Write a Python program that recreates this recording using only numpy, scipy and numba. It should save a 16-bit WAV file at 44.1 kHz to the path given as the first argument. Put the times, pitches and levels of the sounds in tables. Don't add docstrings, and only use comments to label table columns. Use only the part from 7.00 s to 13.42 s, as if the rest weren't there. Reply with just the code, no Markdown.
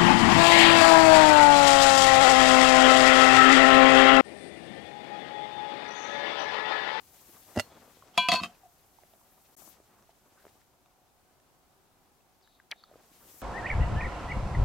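import sys
import numpy as np
from scipy import signal
from scipy.fft import rfft, irfft
from scipy.io import wavfile
from scipy.ndimage import uniform_filter1d
from numba import njit

SR = 44100
rng = np.random.default_rng(int(sys.argv[2]) if len(sys.argv) > 2 else 0)


def wav_record(signal):
    frames = np.transpose(np.atleast_2d(signal))
    bounded = np.clip(frames, -1, 1)
    quanta = np.round(bounded * 32767).astype(np.int16)
    wavfile.write(sys.argv[1], SR, quanta)


def invert_db(level):
    return 10 ** (np.asarray(level, dtype=float) / 20)


N = 283116
TIME = np.arange(N) / SR


def level(x, db):
    return x * invert_db(db) / np.sqrt(np.mean(x ** 2))


def sides(left_minus_right_db):
    return invert_db(np.array([left_minus_right_db, -left_minus_right_db]) / 2).reshape(2, -1)


@njit
def svf(x, hz, width):
    y, band_state, low_state = np.empty(len(x)), 0., 0.
    for i in range(len(x)):
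        g, damping = np.tan(np.pi * hz[i] / SR), width / hz[i]
        v = (band_state + g * (x[i] - low_state)) / (1 + g * (g + damping))
        band_state, low_state = 2 * v - band_state, low_state + 2 * g * v
        y[i] = damping * v
    return y


def band(x, hz, width):
    return svf(x, np.full(len(x), 1. * hz), 1. * width)


def walk(rate):
    hold = int(SR / rate)
    steps = np.repeat(rng.standard_normal(N // hold + 1), hold)
    return 1.3 * uniform_filter1d(uniform_filter1d(steps, hold), hold)[:N]


def add(out, s, sound):
    i = int(s * SR)
    out[:, i:i + sound.shape[1]] += sound[:, :N - i]


def ring(modes, seconds, tilt_db, scatter_db, spread_db, push_s):
    hz, db, t60 = np.transpose(modes)[:, :, None]
    t = TIME[:int(seconds * SR)]
    strength, aim = rng.standard_normal((len(modes), 2)).T[:, :, None]
    gain = invert_db(db + tilt_db * np.log2(hz / 1000) + scatter_db * strength - 60 * t / t60)
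    polarity = np.sign(np.cos(hz / 150))
    onset = 1 - np.exp(-t / push_s)
    tone = gain * np.sin(2 * np.pi * hz * t) * polarity * onset
    aim_db = spread_db * np.sqrt(hz / 2000) * aim
    return np.array([np.sum(tone * invert_db(side * aim_db), axis=0) for side in (1, -1)])


def crack(db, t60, low_hz, high_hz, wide):
    n = SR // 10
    mid, side = rng.standard_normal((2, n)) * invert_db(db - 60 * TIME[:n] / t60)
    edges = signal.butter(2, [low_hz, min(high_hz, .45 * SR)], "band", fs=SR)
    return signal.lfilter(*edges, [mid + wide * side, mid - wide * side])


def small_knocks(events, spread, late_s, t60_1k, shorten):
    out = np.zeros((2, N))
    for s, db, hz, crack_db, *aside in events:
        t60 = t60_1k * (1000 / hz) ** shorten
        place = sides(aside[0] if aside else 0)
        cluster = [(hz, 0, t60),
                   (hz * (1 - spread), -7, 0.59 * t60),
                   (hz * (1 + spread), -7, .7 * t60),
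                   (hz * 1.6, -16, 0.32 * t60)]
        add(out, s + late_s, ring(cluster, .15, 0, 1.8, 0.78, 0.000517) * invert_db(db - 1.0) * place)
        burst = crack(db + crack_db, 0.15 * t60 + .004, .7 * hz, min(3.5 * hz, 9500), .3)
        add(out, s + late_s, burst * place)
    return out


def whistle(puffs, width, upper, flutter_db):
    swell, fade, glide, edge_db = .15, .35, .6, -10
    out = 0
    for s, length, from_hz, to_hz, db in puffs:
        part = (TIME - s) / length
        pitch = to_hz + (from_hz - to_hz) * np.exp(-np.maximum(part, 0) / glide)
        shape_db = np.interp(part, [0, swell, 1 - fade, 1], [edge_db, 0, 0, edge_db], left=-99, right=-99)
        air = svf(rng.standard_normal(N), pitch, width)
        air = air + upper * svf(rng.standard_normal(N), 1.18 * pitch, 0.85 * width)
        air = svf(air, 1.07 * pitch, 4.7 * width)
        out = out + level(air, 0) * invert_db(db + shape_db + flutter_db * walk(40))
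    return out * sides(0.85)


def sleeves():
    # (time [s], effort [dB], brushing tilt [dB per band step], left minus right [dB])
    movement = [(0, -67, 0, 4), (.16, -63.5, 2, 5), (.34, -61, 1.2, 5.5), (.62, -62.5, 0, 6),
                (.72, -64.5, -4.5, 2.5), (.92, -65, -.5, 6), (1.14, -68.5, -4, 3), (1.7, -70.5, 0, 3),
                (2.55, -70, 1.5, 3), (2.57, -63.5, 2.2, 12), (2.69, -61, 2.5, 11), (2.78, -70, -2, 1.5),
                (3.3, -74, -.5, 1.5), (3.46, -68, -1, 3.5), (3.75, -77, -1.2, 3), (5.82, -78, -1, 4),
                (5.95, -71, -3.5, 0), (6.32, -61, 2.2, 4)]
    # (low edge [Hz], high edge [Hz], level [dB])
    cloth_bands = [
        (170, 1150, 2.2),
        (1500, 5500, -2),
        (5300, 9140, -2),
        (10500, 15300, 1),
    ]
    lumps_db, widths = (3.2, 2.5, 1.2, .8), (.3, .6, .9, .95)
    s, *controls = np.transpose(movement)
    effort_db, brush_db, lr_db = (np.interp(TIME, s, c) for c in controls)
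    out = 0
    for k, ((*edges_hz, db), lump_db, wide) in enumerate(zip(cloth_bands, lumps_db, widths)):
        slips = invert_db(lump_db * walk(60))
        cloth = signal.butter(2, edges_hz, "band", fs=SR, output="sos")
        mid, side = (level(signal.sosfilt(cloth, rng.standard_normal(N) * slips), 0) for _ in range(2))
        gain = invert_db(effort_db + brush_db * (k - 1.5) + db - 3.5)
        out = out + gain * (mid + wide * side * np.array([[1], [-1]]))
    rumble = band(band(rng.standard_normal(N), 110, 150), 73, 200)
    shake = level(rumble, 0) * invert_db(effort_db - 1.4 * brush_db - 7)
    return out * sides(lr_db) + shake


def wood():
    # (frequency [Hz], density [dB per Hz])
    spectrum = [(15, -37.5), (25, -3.5), (117, -5.5), (285, -6.5), (326, -8.5), (384, -3), (416, -12),
                (754, -7.5), (1480, -14), (1790, -19), (16000, -26)]
    # (frequency [Hz], likeness [0-1])
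    coherence = [(60, 0.73), (130, 0), (290, 0.46), (640, 0.9), (1410, 0.1), (3100, 0.07), (6820, 0),
                 (15000, 0)]
    log_hz = np.log(np.fft.rfftfreq(N, 1 / SR) + 1)
    spectrum_hz, spectrum_db = np.transpose(spectrum)
    like_hz, likeness = np.transpose(coherence)
    shape = invert_db(np.interp(log_hz, np.log(spectrum_hz), spectrum_db))
    like = np.clip(np.interp(log_hz, np.log(like_hz), likeness), 0, 1)
    mid, side = (irfft(rfft(rng.standard_normal(N)) * shape * np.sqrt(1 + sign * like), N) for sign in (1, -1))
    air = level(np.array([mid + side, mid - side]), -63.5 - 4.0) * invert_db(.6 * walk(3))
    flame = rng.standard_normal(N) * invert_db(3.0 * np.tanh(walk(14)))
    cavity_hz = 745
    return air + level(band(band(flame, cavity_hz, 70), cavity_hz, 130), -78.5)


def handling_ticks():
    # (time [s], peak [dB], pitch [Hz], crack over peak [dB])
    events = [(0.292, -45, 335.5, -8), (0.365, -49.5, 1180, -15), (0.513, -52, 850, 4),
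              (0.718, -47, 600, -6), (.743, -48, 750, -6), (0.759, -46, 360, 0), (.768, -48, 330, -3),
              (.779, -53, 900, -5), (0.797, -48, 250, -8), (.817, -52, 220, 0), (.831, -52, 650, -3),
              (0.841, -51, 740, -3), (.857, -53, 300, -3), (.877, -52, 480, -3), (.932, -55, 400, -3),
              (0.969, -48, 517, -2), (1.022, -44, 1084, -5), (1.035, -52, 600, -3), (1.068, -51, 450, 0),
              (1.082, -52, 350, 3), (1.141, -56, 856, -12), (2.618, -51.5, 720, 0), (2.675, -48.5, 306, 15),
              (2.8, -48, 400, 8), (3.005, -55, 247, -6.5), (3.091, -47.5, 675, -5), (3.441, -52, 600, -2),
              (3.451, -50, 443, 13), (3.465, -46.5, 420, 17), (3.553, -56, 365.5, -8),
              (5.758, -53, 638, -5), (5.79, -58.5, 566, -10), (5.896, -58, 700, 0), (5.912, -43, 560, -10),
              (5.924, -50, 600, 0), (5.935, -48, 450, 0), (5.939, -54, 1250, -8), (5.9555, -42, 480, -6),
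              (5.965, -53, 500, 0), (6.114, -55, 272, -9), (6.253, -52, 300, 3), (6.267, -53, 350, 0),
              (6.286, -54, 330, 0), (6.297, -53, 380, 0), (6.313, -54, 450, 0), (6.341, -55, 350, 0)]
    return small_knocks(events, .3, .0015, .028, .05)


def kettle():
    # (frequency [Hz], level [dB], t60 [s])
    modes = [(100, -30, 0.08), (225, -9, 0.048), (346, -7, 0.016), (468, -5.5, 0.038), (600, -1.5, 0.038),
             (796, 1, 0.013), (972, -7, 0.013), (1400, -3, 0.022), (1620, -8, .02), (1975, -1.5, 0.03),
             (2770, -5.5, 0.044), (2840, -16, 0.073), (3500, -16, .012), (4310, -26.5, 0.19),
             (4700, -14, 0.018), (5220, -9.5, 0.028), (6350, -15, 0.013), (7150, -25.5, 0.01)]
    # (time [s], body [dB], tilt [dB per octave], crack [dB], left minus right [dB])
    bumps = [(.552, -52, 0, -55, -2), (0.558, -47, -5, -49, -2.5), (0.5613, -35, -3, -41.5, -2),
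             (0.567, -37, -8, -48, 0), (0.5722, -28.5, -8, -45, -1.5), (0.5758, -32, 2, -42, -0.5),
             (.579, -38, 1, -48, 0), (0.584, -38, -2.5, -50, -9), (.5885, -29, 0, -36, -1),
             (.596, -25, 3.5, -26, -6), (.6010, -36, -1, -30, 0.5)]
    # (on the edge [dB], tipping flat [dB], lid ticking [dB])
    freedom_db = [(10, 8, 8), (1, 1, -2), (1, 1, 0), (1, 1, 3), (1, 1, 4), (1, 1, 2), (1, 1, 1), (-3, 2, 3),
                  (2, -3, -1), (-1, -1, 0), (-3, -3, -1), (-2, 0, 2), (0, 2, 5), (-8, -6, -3), (-2, -1, 1),
                  (-9, -5, -6), (-4, -1, -1), (-4, 1, 0)]
    tips_s = [.586, .594]
    out = np.zeros((2, N))
    for s, body_db, tilt_db, crack_db, lr_db in bumps:
        held = np.array(modes)
        held[:, 1] += np.array(freedom_db)[:, np.searchsorted(tips_s, s)]
        add(out, s, ring(held, 0.34, tilt_db, 1.5, 1.5, 0.00064) * invert_db(body_db) * sides(lr_db))
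        add(out, s, crack(crack_db, 0.036, 1500, 9000, .6) * sides(lr_db))
    return out


def pan_handle():
    # (start [s], length [s], from [Hz], to [Hz], level [dB])
    squeaks = [
        (.70, .09, 3350, 3300, -78),
        (.845, .04, 3300, 3300, -75),
        (.89, .03, 3500, 3450, -76),
        (.915, .03, 3100, 2950, -74),
        (.96, .04, 3300, 3300, -76),
        (1.13, .05, 3100, 3350, -69),
    ]
    return whistle(squeaks, 140., 0, 6.5)


def stove():
    # (frequency [Hz], level [dB], t60 [s])
    modes = [(100, -27, 0.1), (185, -13, 0.16), (233.8, -18.5, 0.19), (344, -18, 0.046), (560, -13, 0.03),
             (689, -1.5, 0.092), (740, -6, 0.037), (1135, -6, .03), (1250, -3, .03), (2010, -5.5, 0.024),
             (2610, 1, 0.038), (3132, -18.5, 0.12), (3750, -11, 0.045), (4170, -13, .03), (4800, -12, .04),
             (5300, -22, .035), (6580, -20, .035), (7450, -32.5, 0.071)]
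    # (time [s], walls [dB], tilt [dB per octave], crack [dB], left minus right [dB])
    contacts = [(1.175, -49.5, 3, -34, -0.5), (1.1765, -19, 1.5, -17.5, -0.5),
                (1.2860, -18.5, 0, -17, -0.5), (1.2930, -23.5, -0.5, -28.5, -2), (1.304, -36, 2, -34, 0),
                (1.317, -21.5, 4, -21, 1), (1.3240, -19.5, -1, -24.5, -2.5), (1.3285, -28, 2, -26, 0),
                (1.336, -26, 1, -23, 1), (1.339, -20, 0, -24.5, -2.5), (1.3495, -30, 2, -25, 0.5),
                (1.3570, -29, 4.5, -29, 0.5), (1.363, -36, 3, -36, 0), (1.37, -38, 3, -38, 0),
                (1.4010, -36.5, 1, -49, 0), (1.408, -42, 3, -52, 0), (1.4140, -44, -8, -58.5, 0),
                (1.42, -46, 4, -56, 0), (1.4285, -40, 0, -42, 2.5), (1.4341, -28, 2.5, -31, 0.5),
                (1.4430, -34, 2, -36.5, 5.5), (1.4570, -37.5, -0.5, -45.5, 4)]
    shifts_s = [1.285, 1.316, 1.345, 1.4, 9]
    # (struck [dB], tipped [dB], rocking [dB], leaning [dB], settled [dB])
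    freedom_db = [(2, 2, 3, 8, 3), (0, -2, -1, 7, 4), (0, -3, -4, 6, 0), (0, 0, 0, 6, 2), (-3, 2, 3, 6, -3),
                  (3, 0, 0, -6, -7), (2, 1, 6, -5, -4), (-3, -2, -6, -3, 5), (0, -2, -3, -3, 1),
                  (-3, -1, -5, -8, -2), (0, 2, -5, -1, 1), (0, 0, 0, 0, 4), (-3, -2, 1, 4, 0),
                  (1, -1, 0, 1, -1), (1, 1, 1, 3, -2), (0, -2, -2, 0, 0), (-3, 3, 0, -4, -2),
                  (0, 0, 0, 0, 0)]
    # (time [s], level [dB])
    grind = [
        (1.10, -76),
        (1.165, -56.5),
        (1.19, -45),
        (1.28, -56),
        (1.34, -37.5),
        (1.41, -53.5),
        (1.45, -42),
        (1.48, -58),
        (1.6, -80),
    ]
    damp_db_per_s = 1800
    out = np.zeros((2, N))
    for s, stove_db, tilt_db, crack_db, lr_db in contacts:
        stance = np.searchsorted(shifts_s, s)
        bent = np.array(modes) * [1, 1, .85]
        bent[:, 0] += bent[:, 0] * .008 * rng.standard_normal(len(modes))
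        bent[:, 1] += np.array(freedom_db)[:, stance]
        walls = ring(bent, .25, tilt_db, 1.2, 1.8, 0.00082) * invert_db(stove_db) * sides(lr_db)
        past_shift = np.maximum(s + TIME[:walls.shape[1]] - shifts_s[stance], 0)
        add(out, s, walls * invert_db(-damp_db_per_s * past_shift))
        add(out, s, crack(crack_db, 0.038, 730, 5000, .6) * sides(lr_db))
        add(out, s, crack(crack_db - 14, .024, 5500, 11500, .9) * sides(lr_db + 4.0))
    bursts = np.minimum(rng.exponential(size=N // 40 + 1), 2.5).repeat(40)[:N]
    grit = rng.standard_normal((2, N)) * invert_db(2.5 * bursts)
    grit[1] = 0.51 * grit[0] + 1.25 * grit[1]
    scrape = []
    for g in grit:
        resonant = sum(invert_db(db) * band(g, hz, 5.5 / t60 + 120) for hz, db, t60 in modes)
        scrape.append(resonant + invert_db(-24) * band(band(g, 4500, 4000), 4500, 5000))
    return out + level(np.array(scrape), 0) * invert_db(np.interp(TIME, *np.transpose(grind), left=-150, right=-150))


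def pan_rings():
    mode_hz = [1003, 1014, 1125, 1555, 2387, 2603, 2910, 2993, 3192, 3337, 3400, 3562, 3662, 4061, 4372,
               4700, 4926, 5356, 5510, 5895, 6565, 6724, 7246, 7585, 8333, 10250, 10580, 11120]
    # (t60 [s], struck at the rim [dB], tipped on one arm [dB], rocking on two arms [dB])
    modes = [(0.45, -23, -32, -53.5), (0.99, -61.5, -60, -27), (0.11, -38.5, -49.5, -52),
             (2, -39, -48, -43), (0.39, -24, -44, -45.5), (0.39, -33, -34, -29.5), (0.66, -33, -51, -50.5),
             (.3, -37.5, -45, -45.5), (.25, -52.5, -57, -54.5), (.2, -17.5, -24.5, -28),
             (.11, -44.5, -50.5, -42), (.39, -45, -55.5, -53.5), (.22, -44.5, -51.5, -35.5),
             (0.22, -30, -36.5, -48.5), (0.45, -38, -34, -29.5), (.23, -42, -34.5, -43.5),
             (0.1, -41, -47.5, -39.5), (.17, -50, -53, -54.5), (0.21, -50.5, -48.5, -51),
             (.25, -54, -61, -58.5), (.2, -51, -41.5, -56.5), (0.12, -40.5, -55, -54.5),
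             (.21, -52.5, -58.5, -62), (0.1393, -55, -61, -60), (0.12, -55, -62.5, -57.5),
             (0.097, -48, -59, -53.5), (.17, -57, -65, -66.5), (0.22, -57, -65, -64)]
    # (Hz above, level relative to the mode in each of three strikes [dB])
    twins = [(11, -6, -6, -20), (25, -22, -12, -7)]
    twinned = (0, 14)
    # (struck [s], choked by the next contact [s])
    strikes = [
        (1.1765, 1.285),
        (1.286, 1.318),
        (1.3185, 1.401),
    ]
    # (frequency [Hz], level [dB], t60 [s])
    rim = [(5717, -58, .2), (5965, -48, .054), (6218, -56, .11), (6928, -60, .16), (7440, -50, .076),
           (8140, -64, .2), (8839, -58, .18), (9900, -53, .07), (12050, -62, .1), (12720, -54, .079),
           (12890, -58, .14), (13310, -58, .1), (13680, -64, .12), (15050, -62, .11)]
    rim_db = (0, -6, -8)
    choke_db_per_s = 2200
    out = np.zeros((2, N))
    t60, *strike_db = np.transpose(modes)
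    for n, ((s, choked), db) in enumerate(zip(strikes, strike_db)):
        partners = [(mode_hz[k] + up, db[k] + less[n], t60[k]) for k, (up, *less) in zip(twinned, twins)]
        bell = ring(list(zip(mode_hz, db, t60)) + partners, .3, 0, 0, 2.1, 0.0017)
        bell += ring(rim, .3, 0, 1.5, 1.5, .001) * invert_db(rim_db[n])
        past_choke = np.maximum(TIME[:bell.shape[1]] - (choked - s), 0)
        add(out, s, bell * invert_db(-choke_db_per_s * past_choke))
    return out


def stand_clacks():
    # (time [s], peak [dB], pitch [Hz], crack over peak [dB])
    events = [
        (1.1768, -20, 830, -20),
        (1.1772, -23, 4400, -12),
        (1.3175, -17, 1990, -20),
        (1.3178, -21, 4400, -15),
        (1.3995, -35, 1130, -20),
    ]
    return small_knocks(events, .12, 0, .035, .4)


def after_rings():
    # (time [s], peak [dB], pitch [Hz], crack over peak [dB], left minus right [dB] if off centre)
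    events = [
        (1.493, -51, 726, -17, 1.3),
        (1.634, -51, 738, -12, 1.5),
        (1.654, -51, 707, -25),
        (5.838, -40, 4400, -20),
    ]
    return small_knocks(events, 0.051, 0, .11, 1.5)


def dry_snaps():
    # (time [s], peak [dB], pitch [Hz], crack over peak [dB], left minus right [dB] if off centre)
    events = [(1.5494, -52, 2530, -11, 4), (1.9859, -50, 900, -4, -15.5), (2.0343, -47, 600, 3, -7),
              (2.1355, -46.5, 650, 3, -6), (2.2129, -57, 950, -6, -13), (2.3794, -63.5, 3890, -5, 3),
              (3.0245, -61, 1653, 8, -1), (3.4261, -59, 1560, 7, -5), (3.4794, -53, 1740, -3, -3),
              (3.4914, -59, 3820, 3, 6), (3.6152, -59, 1745, 0, -2), (3.8594, -55.5, 975, 7, -4),
              (4.3999, -59, 1765, 7, -2), (5.205, -62, 2600, -8, 0), (5.59, -58, 1250, -8, 0),
              (5.4116, -58.5, 923, 9), (5.4745, -56.5, 1706, 3, 1.5), (5.5992, -43, 1600, -14, 3),
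              (5.8371, -44, 1280, -12, -1), (6.4165, -38, 1500, 0, -4)]
    return small_knocks(events, 0.2423, 0.00055, .018, .15)


def nozzle():
    # (start [s], length [s], from [Hz], to [Hz], level [dB])
    puffs = [
        (3.365, .07, 1250, 1600, -67),
        (5.415, .06, 5300, 3000, -74),
        (5.455, .16, 3900, 3650, -73),
        (5.73, .19, 3700, 3600, -71),
        (5.775, .06, 3700, 3700, -70),
    ]
    return whistle(puffs, 340.0, 0.5, 2.5)


def bottle_cap():
    # (time [s], peak [dB], pitch [Hz], crack over peak [dB], left minus right [dB] if off centre)
    events = [(5.7095, -37, 1900, -13, 5), (5.7136, -19, 3333, -11, -2), (5.7137, -22, 4500, -26, 3),
              (5.7177, -21.5, 3150, -33), (5.7212, -22.5, 2270, -29), (5.7250, -29.5, 1780, -30.5),
              (5.7280, -34, 1800, -32), (5.7315, -38, 1820, -32), (5.7145, -38, 900, -8),
              (5.722, -40, 617, -9), (5.729, -41, 900, -14)]
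    return small_knocks(events, 0.262, 0, .018, .6)


def scene():
    knocks = handling_ticks() + kettle() + stove() + pan_rings() + stand_clacks()
    knocks += after_rings() + dry_snaps() + bottle_cap()
    t = TIME[:SR // 4]
    scatter = rng.standard_normal((2, len(t))) * invert_db(-48 - 60 * t / .12) * (t > .002)
    scatter = signal.lfilter(*signal.butter(2, 4500, fs=SR), scatter)
    knocks = knocks + signal.fftconvolve(knocks, scatter, axes=1)[:, :N]
    knocks = signal.sosfilt(signal.butter(3, 75, "high", fs=SR, output="sos"), knocks)
    return sleeves() + wood() + knocks + pan_handle() + nozzle()


def top_cut(x):
    return signal.sosfilt(signal.butter(12, 16620, fs=SR, output="sos"), x)


def record(dry):
    gap_start_s, gap_end_s, fade_s = 2.553, 2.565, .003
    gate = np.clip(np.maximum((gap_start_s - TIME) / fade_s, (TIME - gap_end_s) / fade_s), 0, 1)
    dull = signal.sosfilt(signal.ellip(8, .2, 60, 15800, fs=SR, output="sos"), dry * gate)
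    return top_cut(dull)


dry = scene()
out = record(dry)
wav_record(out)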